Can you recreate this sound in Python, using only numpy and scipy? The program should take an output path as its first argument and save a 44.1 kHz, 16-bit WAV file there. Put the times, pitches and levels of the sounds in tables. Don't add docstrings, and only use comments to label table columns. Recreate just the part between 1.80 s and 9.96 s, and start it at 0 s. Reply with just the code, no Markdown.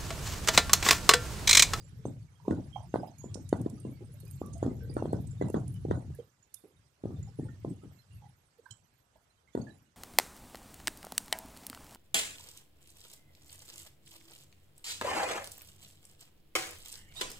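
import sys
import numpy as np
from scipy import signal
from scipy.fft import rfft, irfft
from scipy.io import wavfile
from scipy.ndimage import uniform_filter1d

SR = 44100
rng = np.random.default_rng(int(sys.argv[2]) if len(sys.argv) > 2 else 0)


def file_out(sig):
    cols = np.atleast_2d(sig).T
    lim = np.clip(cols, -1, 1)
    pcm = np.round(lim * 32767).astype(np.int16)
    wavfile.write(sys.argv[1], SR, pcm)


def invert_db(x):
    u = np.asarray(x, float) / 20
    return 10 ** u


N = 359856

# t/s, level/dB, brightness/dB, ring level/dB, knock level/dB, snap f/Hz
HEAVY_DROPS = [(0.251, -24.5, -31.5, 1.5, -2, 1460), (0.678, -15, -37, 0.5, -7.5, 1072),
               (0.706, -16.5, -18, -8.5, -8, 1456), (1.138, -20.5, -13, -2, 3.5, 1500),
               (1.155, -21.5, -17.5, -5, 4, 1535), (1.439, -32.5, -30, -3, -5, 993),
               (1.553, -32, -26, 7, -3, 1400), (1.725, -12.5, -20, -8, 0, 1487),
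               (1.859, -16, -50, -13.5, -13, 1028), (2.048, -26.5, -37, 4, -8, 980),
               (2.205, -40, -58, 14, -23, 800), (2.613, -24.5, -30, -4, -2, 1170),
               (2.825, -23, -21, 6.5, 6, 1350), (2.86, -17, -31, -5.5, -19, 1200),
               (3.096, -30, -71, 5.5, -19, 1220), (3.164, -21.5, -11, -4, 1.5, 1327),
               (3.221, -24, -27.5, 6, 3, 1403), (3.253, -23, -24, -1.5, -2.5, 1480),
               (3.328, -20, -23, -1.5, 1.5, 1473), (3.6099, -19, -28, -7, -1.5, 1565),
               (3.62, -21.5, -21, 1.5, -2, 1550), (3.698, -23.5, -54.5, -2.5, -15.5, 1270),
               (3.74, -18.5, -17.5, 3, -0.5, 1410), (3.777, -26, -39, -0.5, -23, 1290),
               (4.048, -20.5, -60, 0.5, -14.5, 1143), (4.081, -29.5, -58.5, -26, -29.5, 1240),
               (4.108, -15.5, -15.5, -7.5, -3, 1445), (4.299, -41, -18, -22, -11, 1240),
               (4.393, -39, -38, -24, -13, 1200), (4.836, -45, -17, -13, -12, 1184),
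               (5.235, -26, -35, 4.5, -8.5, 1222), (5.253, -23.5, -40, -10, -9, 1200),
               (5.303, -33.5, -22, -0.5, -11, 1170), (5.586, -26.5, -90, 8.5, -34, 1220),
               (5.593, -22, -70, -1.5, -41, 1176), (5.845, -23.5, -41, -1.5, -4.5, 1045),
               (6.033, -39.5, -19, -1.5, -8.5, 1200), (7.748, -18, -20, -11.5, -7, 1439),
               (7.772, -21, -25.5, -3, -5, 1395)]
# f/Hz, level/dB
CRACK_PIPS = [(2700, -49.5), (3550, -42.5), (4400, -43.5), (6500, -46), (8000, -44), (11200, -46)]
# low f/Hz, high f/Hz, level/dB, time to fall 60 dB/s, rise/s, left-right likeness (0 to 1)
COVER_BANDS = [(105, 324, -10, 0.53, 0.00077, 0.9), (306, 640, -17, 0.37, 0.0011, 0.35),
               (551, 840, -20, 0.53, 0.003, 0.17), (800, 1160, -11.5, 0.16, 0.001, 0.29),
               (1240, 1400, -22, 0.39, 0.00035, 0.067), (1700, 4600, -24, 0.081, 0.0045, 0.25),
               (3200, 4000, -38.5, 0.26, 0.00069, 0.17), (6050, 9600, -42, 0.61, 0.00076, 0.33)]
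# f/Hz, relative level/dB
BOOM_COLOUR = [(15, -61), (25, -21.5), (68, -0.5), (82, 0), (100, 7), (114, 2.5), (131, 4.5), (150, -2.5),
               (175, -5.5), (211, -20.5), (242, -19), (500, -40), (650, -75.5), (1100, -120)]
# f/Hz, relative level/dB
HISS_COLOUR = [(25, 13), (60, 5.5), (100, -9), (150, -7), (350, -9.5), (720, -8.5), (1500, -10),
               (2900, -14.5), (7300, -21), (11500, -24), (12500, -26), (14000, -30.5), (15000, -61.5)]
# f/Hz, left minus right level/dB
PORT_SHADE = [(60, 5), (110, 1), (200, 0.5), (380, -1.5), (700, -3), (1290, -5), (2380, -6), (4400, -10.5),
              (8120, -18.5), (15000, 12.5)]
# f/Hz, likeness (-1 to 1)
HISS_LIKENESS = [(60, 0.91), (240, 0.86), (950, -0.13), (3770, 0.061), (15000, 0.74)]
# t/s, f/Hz, level/dB, length/s
CLEAR_DRIPS = [(0.004, 4800, -55.5, 0.013), (0.251, 6310, -50, 0.013), (0.252, 8210, -52.5, 0.034),
               (0.598, 960, -48, 0.011), (0.648, 423, -51, 0.044), (0.649, 960, -51, 0.042),
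               (0.926, 3200, -50.5, 0.059), (0.954, 2260, -57, 0.014), (0.957, 1030, -37.5, 0.011),
               (0.958, 781, -24.5, 0.0081), (1.231, 720, -26, 0.0056), (1.38, 6660, -49, 0.049),
               (1.412, 940, -54, 0.025), (1.432, 7020, -52, 0.053), (1.997, 8620, -44, 0.0085),
               (2.212, 368, -43.5, 0.022), (2.287, 462, -56.5, 0.032), (2.339, 591, -59, 0.026),
               (2.431, 385, -52, 0.027), (2.624, 1157, -49.5, 0.069), (2.728, 6560, -51, 0.023),
               (2.731, 8560, -43, 0.0039), (2.751, 673, -48.5, 0.055), (2.5, 8840, -52, 0.015),
               (2.823, 6770, -52, 0.016), (3.004, 1550, -58.5, 0.069), (3.018, 460, -49.5, 0.11),
               (3.094, 4820, -54.5, 0.023), (3.137, 8740, -43, 0.0076), (3.466, 8200, -50.5, 0.014),
               (3.508, 7200, -49, 0.012), (3.609, 1990, -44, 0.019), (3.659, 1990, -56, 0.021),
               (3.759, 6620, -56, 0.021), (3.877, 9670, -41, 0.0083), (1.54, 8560, -42.5, 0.0084),
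               (4.386, 469.4, -36.5, 0.019), (4.766, 3590, -52.5, 0.01), (4.625, 6880, -53.5, 0.013),
               (4.836, 427, -57.5, 0.0037), (4.843, 400, -40, 0.011), (5.427, 7020, -43, 0.0065),
               (5.472, 800, -55.5, 0.029), (5.609, 1820, -63, 0.027), (5.65, 863, -59, 0.042),
               (5.683, 1410, -55, 0.015), (5.684, 1820, -60.5, 0.056), (6.419, 827, -50.5, 0.053),
               (6.784, 461, -51, 0.015), (6.856, 1567, -42, 0.014), (6.888, 1585, -64, 0.025),
               (6.861, 992, -47, 0.012), (6.905, 3110, -44.5, 0.018), (6.906, 4130, -52, 0.013),
               (6.906, 5350, -55.5, 0.024), (6.907, 6850, -46, 0.017), (6.909, 7720, -39, 0.0084),
               (7.355, 636, -53, 0.01), (7.357, 914, -55, 0.012), (7.674, 2130, -56.5, 0.017),
               (7.813, 4500, -48.5, 0.01), (7.816, 6550, -52.5, 0.013), (7.867, 1720, -51.5, 0.044)]
# t/s, level/dB, centre f/Hz, left minus right level/dB
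SPRAY_TICKS = [(1.5438, -30.5, 5940, -25.5), (1.691, -38.5, 7560, -18), (1.814, -43.5, 8570, -33),
               (1.898, -43, 8900, -29), (2, -48, 9200, -20), (2.34, -47.5, 12700, -26),
               (2.4024, -40, 10800, -27), (2.4515, -44.5, 11400, -42), (2.478, -46, 10600, -25),
               (2.5102, -36.5, 11950, -37), (2.78, -47, 8500, -28), (2.661, -44.5, 9300, -35),
               (2.7363, -40, 6680, -53), (3.14, -51, 8960, -12.5), (3.3275, -45, 9440, -25),
               (3.472, -45.5, 7900, -37), (3.6836, -47, 8800, -20.5), (3.7, -41.5, 8750, -26.5),
               (3.879, -45.5, 9200, -27), (3.941, -47.5, 10100, -22), (1.385, -43.5, 11000, -28),
               (4.349, -42.5, 11900, -27), (4.742, -28.5, 9770, -53.5), (6.909, -40, 7160, -38),
               (4.743, -47, 5230, -33)]
# t/s, level/dB
BOOM_LEVEL = [(0, -47.5), (0.42, -45), (0.56, -60), (0.75, -42), (1.36, -55), (1.58, -42.5), (2.27, -49),
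              (2.75, -40), (4.05, -38), (4.13, -30.5), (4.21, -44), (4.3, -34), (4.5, -76), (4.92, -87),
              (4.96, -63), (5.18, -76.5), (5.4, -38.5), (5.58, -47), (6.14, -53.5), (6.25, -69),
              (6.32, -51.5), (6.48, -51.5), (6.6, -73), (6.89, -87.5), (6.915, -50.5), (6.97, -77),
              (7.045, -58.5), (7.065, -78.5), (8.16, -88)]
# t/s, level/dB
HISS_LEVEL = [(0, -65), (0.5, -68.5), (0.7, -66), (2.27, -66.5), (2.5, -65.5), (4.3, -67), (4.57, -69.5),
              (5.25, -69), (5.43, -66.5), (6.2, -67), (6.64, -68.5), (7.65, -69.5), (7.93, -66),
              (8.16, -70.5)]
# multiple of the snap f, level against the thud/dB, length/s
THUD_TONES = [(0.66, -26, 0.017), (1.014, -24, 0.05), (1.295, -28, 0.03)]

LEAD_S = 0.01


def evened(x):
    return x / np.sqrt(np.mean(x ** 2) + 1e-20)


def read(points, hz):
    f, value = np.transpose(points)
    return np.interp(np.log(hz + 1), np.log(f + 1), value)


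def level_at(points, s):
    return np.interp(s, *np.transpose(points))


def add(mix, s, sound):
    part = mix[:, round(s * SR):][:, :sound.shape[1]]
    part += sound[:, :part.shape[1]]


def sides(pan_db):
    return invert_db(np.array([[min(pan_db, 0)], [min(-pan_db, 0)]]))


def slow_noise(hz):
    f = np.fft.rfftfreq(N, 1 / SR)
    return evened(irfft(rfft(rng.standard_normal(N)) / (1 + (f / hz) ** 4), N))


def noise(spectrum, same, patchy_db, size):
    frames, hz = 4 * N // size + 5, np.fft.rfftfreq(size, 1 / SR)
    a, b, c, d, patches = rng.standard_normal((frames, len(hz), 5)).T
    patches = evened(uniform_filter1d(uniform_filter1d(patches, 8, 0), 8, 1))
    like = np.clip(read(same, hz), -1, 1)[:, None]
    tilt = invert_db(read(PORT_SHADE, hz)[:, None] / 2)
    left, other = a + 1j * b, c + 1j * d
    right = like * left + np.sqrt(1 - like ** 2) * other
    z = np.array([left * tilt, right / tilt])
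    z *= invert_db(read(spectrum, hz)[:, None] + patchy_db * patches)
    out = signal.istft(z, nperseg=size, noverlap=3 * size // 4)[1][:, :N]
    return out / np.sqrt(np.mean(out.mean(0) ** 2))


def rain_hiss():
    hiss = noise(HISS_COLOUR, HISS_LIKENESS, patchy_db=2.5, size=512)
    return invert_db(level_at(HISS_LEVEL, np.arange(N) / SR)) * hiss


def cover_boom():
    kick_db, kick_rise_s, kick_t60_s = -18.5, 0.0062, 0.6
    wobble_db, wobble_hz = 1.2, 5.5
    boom = noise(BOOM_COLOUR, [(60, 0.88), (400, 1.0)], patchy_db=0.5, size=4096)
    t = np.arange(N) / SR
    power = invert_db(level_at(BOOM_LEVEL, t) + wobble_db * slow_noise(wobble_hz))[None] ** 2
    t = t[:SR]
    kick = invert_db(kick_db - 60 * t / kick_t60_s) * (1 - np.exp(-t / kick_rise_s))
    for s, db, _, ring_db, *_ in HEAVY_DROPS:
        add(power, s, (invert_db(db + ring_db) * kick[None]) ** 2)
    return np.sqrt(power) * boom


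def drip(hz, db, length):
    t = np.arange(6000) / SR
    wobble = rng.standard_normal((2, 6000))
    waver = uniform_filter1d(uniform_filter1d(wobble, 190, axis=1), 190, axis=1) * 11
    blur = evened(uniform_filter1d(uniform_filter1d(wobble[1], 130), 130))
    ring = (1 + waver[0] * np.minimum(t / 0.015, 1)) * np.exp(-(t / length) ** 2)
    after_ring = 0.18 * blur * invert_db(-60 * t / 0.5) * (1 - (t / t[-1]) ** 2)
    start = np.sin(np.pi / 2 * np.minimum(t / 0.0047, 1)) ** 2
    tone = np.sin(2 * np.pi * hz * t + 0.54 * waver[1])
    pan_db = min(3 * read(PORT_SHADE, min(hz, 9000)), 0)
    return invert_db(db) * start * (ring + after_ring) * tone * sides(pan_db)


def gurgles():
    out = np.zeros((2, N))
    for u in rng.random((90, 4)):
        s = u[0] * N / SR
        db = level_at(BOOM_LEVEL, s) - 19 + 9 * u[2] ** 2
        add(out, s, drip(300 * 1.9 ** u[1], db, 0.0058 + 0.037 * u[3]))
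    return out


def drips():
    out = np.zeros((2, N))
    for s, hz, db, length in CLEAR_DRIPS:
        add(out, s, drip(hz, db, length))
    for u in rng.random((300, 4)):
        s = u[0] * N / SR
        hz = 500 * 28 ** (u[1] ** 0.33)
        db = -83 + 2.2 * (level_at(HISS_LEVEL, s) + 73) + 7 * u[2] ** 3
        add(out, s, drip(hz, db, 0.0095 + 0.037 * u[3]))
    return out


def spray_ticks():
    out, t = np.zeros((2, N)), np.arange(9000) / SR
    for s, db, hz, pan_db in SPRAY_TICKS:
        u, puff, flutter = rng.random((14, 4)), rng.standard_normal(9000), rng.standard_normal((14, 9000))
        band = signal.butter(3, [hz * 0.65, min(hz * 1.5, 13500)], "band", fs=SR, output="sos")
        puff = signal.sosfilt(band, puff)
        spike_s = 0.003 + 0.0016 * np.arange(2)[:, None] + 0.00038 * u[:2, :1]
        spikes = np.exp(-((t - spike_s) / 0.0002) ** 2).sum(0)
        click = puff * (0.6 * spikes + 0.06 * np.exp(-abs(t - 0.004) / 0.003) + 0.028 * invert_db(-60 * t / 0.3))
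        delay = 0.029 * u[:, 3:] ** 5
        since = t - 0.004 - delay
        bubble_hz = np.minimum(hz * (0.8 + 0.42 * u[:, :1]), 13400 + 900 * u[:, 2:3])
        fizz = uniform_filter1d(flutter, 110, axis=1) * np.clip(since / 0.005, 0, 1)
        fizz *= invert_db(2.5 - 60 * since / 0.37)
        ping = 0.72 * np.exp(-(since / 0.0046) ** 2)
        bubble_level = invert_db(-24.5 + 7.2 * u[:, 1:2] ** 2 - 600 * delay)
        bubbles = bubble_level * (ping + fizz) * np.sin(2 * np.pi * (bubble_hz * t + u[:, 2:3]))
        add(out, s - 0.002, invert_db(db + 5.5) * (click + bubbles.sum(0)) * sides(pan_db))
    return out


def thud_tones():
    out = np.zeros((2, N))
    for s, db, bright_db, _, _, snap_hz in HEAVY_DROPS:
        for multiple, tone_db, length in THUD_TONES:
            u, hz = rng.random(2), multiple * snap_hz
            level_db = db + tone_db + bright_db * np.clip((hz - 700) / 900, 0, 1) + 6 * u[0]
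            add(out, s, drip(hz * (0.97 + 0.06 * u[1]), level_db, length))
    return out


def late_bubbles():
    out = np.zeros((2, N))
    for s, db, _, ring_db, *_ in HEAVY_DROPS:
        for u in rng.random((4, 3)):
            late = -0.1 * np.log(1 - u[0])
            level_db = db + ring_db - 25 - 110 * late - 14 * u[1]
            add(out, s + 0.012 + late, drip(260 * 3.2 ** u[1], level_db, 0.008 + 0.02 * u[2]))
    return out


def cover_ring():
    lumpy_db = 4.5
    out, hz, t = np.zeros((2, N)), np.fft.rfftfreq(N, 1 / SR), np.arange(SR) / SR
    shake = rfft(rng.standard_normal((2, N)))
    for lo_hz, hi_hz, band_db, t60, rise, like in COVER_BANDS:
        power = np.zeros((1, N))
        brightness_share = np.clip((hi_hz - 600) / 900, 0, 1) * (1 if hi_hz < 3000 else 0.3)
        for s, db, bright_db, ring_db, *_ in HEAVY_DROPS:
            length = max(0.62 - 0.0289 * ring_db, 0.1)
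            swell_s = rise * 0.67 * -bright_db
            start_db = db + band_db + ring_db + bright_db * brightness_share
            level = invert_db(start_db - 60 * t / (t60 * length)) * (1 - np.exp(-(t / swell_s) ** 2))
            add(power, s + 0.0015, level[None] ** 2)
        band = 1 / (1 + (lo_hz / (hz + 1)) ** 8) / (1 + (hz / hi_hz) ** 8)
        left, other = irfft(shake * band, N)
        right = like * left + np.sqrt(1 - like ** 2) * other
        ringing = evened(np.array([left, right])) * sides(min(read(PORT_SHADE, lo_hz), 0))
        out += np.sqrt(power) * invert_db(lumpy_db * slow_noise(45) - 1.5) * ringing
    return out


def cracks():
    out, t = np.zeros((2, N)), np.arange(1500) / SR
    crack_s = 0.0016
    pip_hz, pip_db = np.transpose(CRACK_PIPS)[:, :, None]
    for (s, db, bright_db, *_), u in zip(HEAVY_DROPS, rng.random((len(HEAVY_DROPS), 4, len(CRACK_PIPS), 1))):
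        since = t - LEAD_S - 0.001 * u[0]
        tail = since / (crack_s * (1 + 3 * u[1] ** 2))
        shape = np.exp(-np.where(since < 0, (since / crack_s) ** 2, tail))
        tone = np.cos(2 * np.pi * pip_hz * (0.94 + 0.1 * u[3]) * since)
        pips = invert_db(pip_db + 12.3 * u[2]) * shape * tone
        add(out, s + 0.004 - LEAD_S, invert_db(db + 0.3 * bright_db) * pips.sum(0) * sides(-5))
    return out


def blow(bright_db, knock_db, snap_hz, u):
    left_lag_s = 0.00057 * u[3]
    t = np.arange(900) / SR - LEAD_S - np.array([[left_lag_s], [0]])
    hz = 312.8 * (0.91 + 0.23 * u[0])
    push = np.exp(-(t * hz / np.where(t < 0, 0.45, 0.8)) ** 2) * np.cos(2 * np.pi * hz * t)
    push -= 0.46 * np.exp(-((t + 0.0012) / 0.00049) ** 2)
    knock_hz = 720 * (0.65 + 0.23 * u[1])
    knock = np.exp(-(t / 0.00079) ** 2) * np.cos(2 * np.pi * knock_hz * t)
    snap = np.cos(2 * np.pi * snap_hz * t) + 0.48 * np.cos(2 * np.pi * 1.29 * snap_hz * t)
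    snap *= np.exp(-(t / 0.0016) ** 2)
    return 0.63 * push + invert_db(knock_db) * knock + invert_db(bright_db - 6.5) * snap


def thuds():
    out = np.zeros((2, N))
    for (s, db, bright_db, _, knock_db, snap_hz), u in zip(HEAVY_DROPS, rng.random((len(HEAVY_DROPS), 4))):
        add(out, s + 0.004 - LEAD_S, invert_db(db) * blow(bright_db, knock_db, snap_hz, u))
    return out + cracks() + cover_ring()


def scene():
    background = rain_hiss() + cover_boom()
    water = gurgles() + drips() + spray_ticks()
    return background + water + thud_tones() + late_bubbles() + thuds()


def suppress_noise(sound):
    z = signal.stft(sound, nperseg=1024, noverlap=768)[2]
    hz = np.arange(513)[:, None] * SR / 1024
    level_db = 10 * np.log10(uniform_filter1d(abs(z) ** 2, 3, 2) + 1e-20)
    around_db = uniform_filter1d(uniform_filter1d(level_db, 41, 1), 9, 2)
    loud_db = 10 * np.log10(uniform_filter1d((abs(z) ** 2).sum((0, 1)), 5) + 1e-20)
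    gain_db = np.clip(0.26 * (level_db - around_db + 4.0), -7, 0)
    gain_db = gain_db + np.clip(0.16 * (loud_db + 46.0), -4, 3) + 0.5
    gain_db *= np.clip((hz - 400) / 2500, 0, 1)
    gain_db -= 60 * (hz > 15500)
    return signal.istft(z * invert_db(gain_db), nperseg=1024, noverlap=768)[1][:, :N]


def low_pass(x):
    return signal.sosfilt(signal.butter(12, 15800, fs=SR, output="sos"), x)


def record(dry):
    bass_cut = signal.butter(2, 75, "high", fs=SR, output="sos")
    finished = suppress_noise(signal.sosfilt(bass_cut, dry))
    return low_pass(finished)


dry = scene()
out = record(dry)
file_out(out)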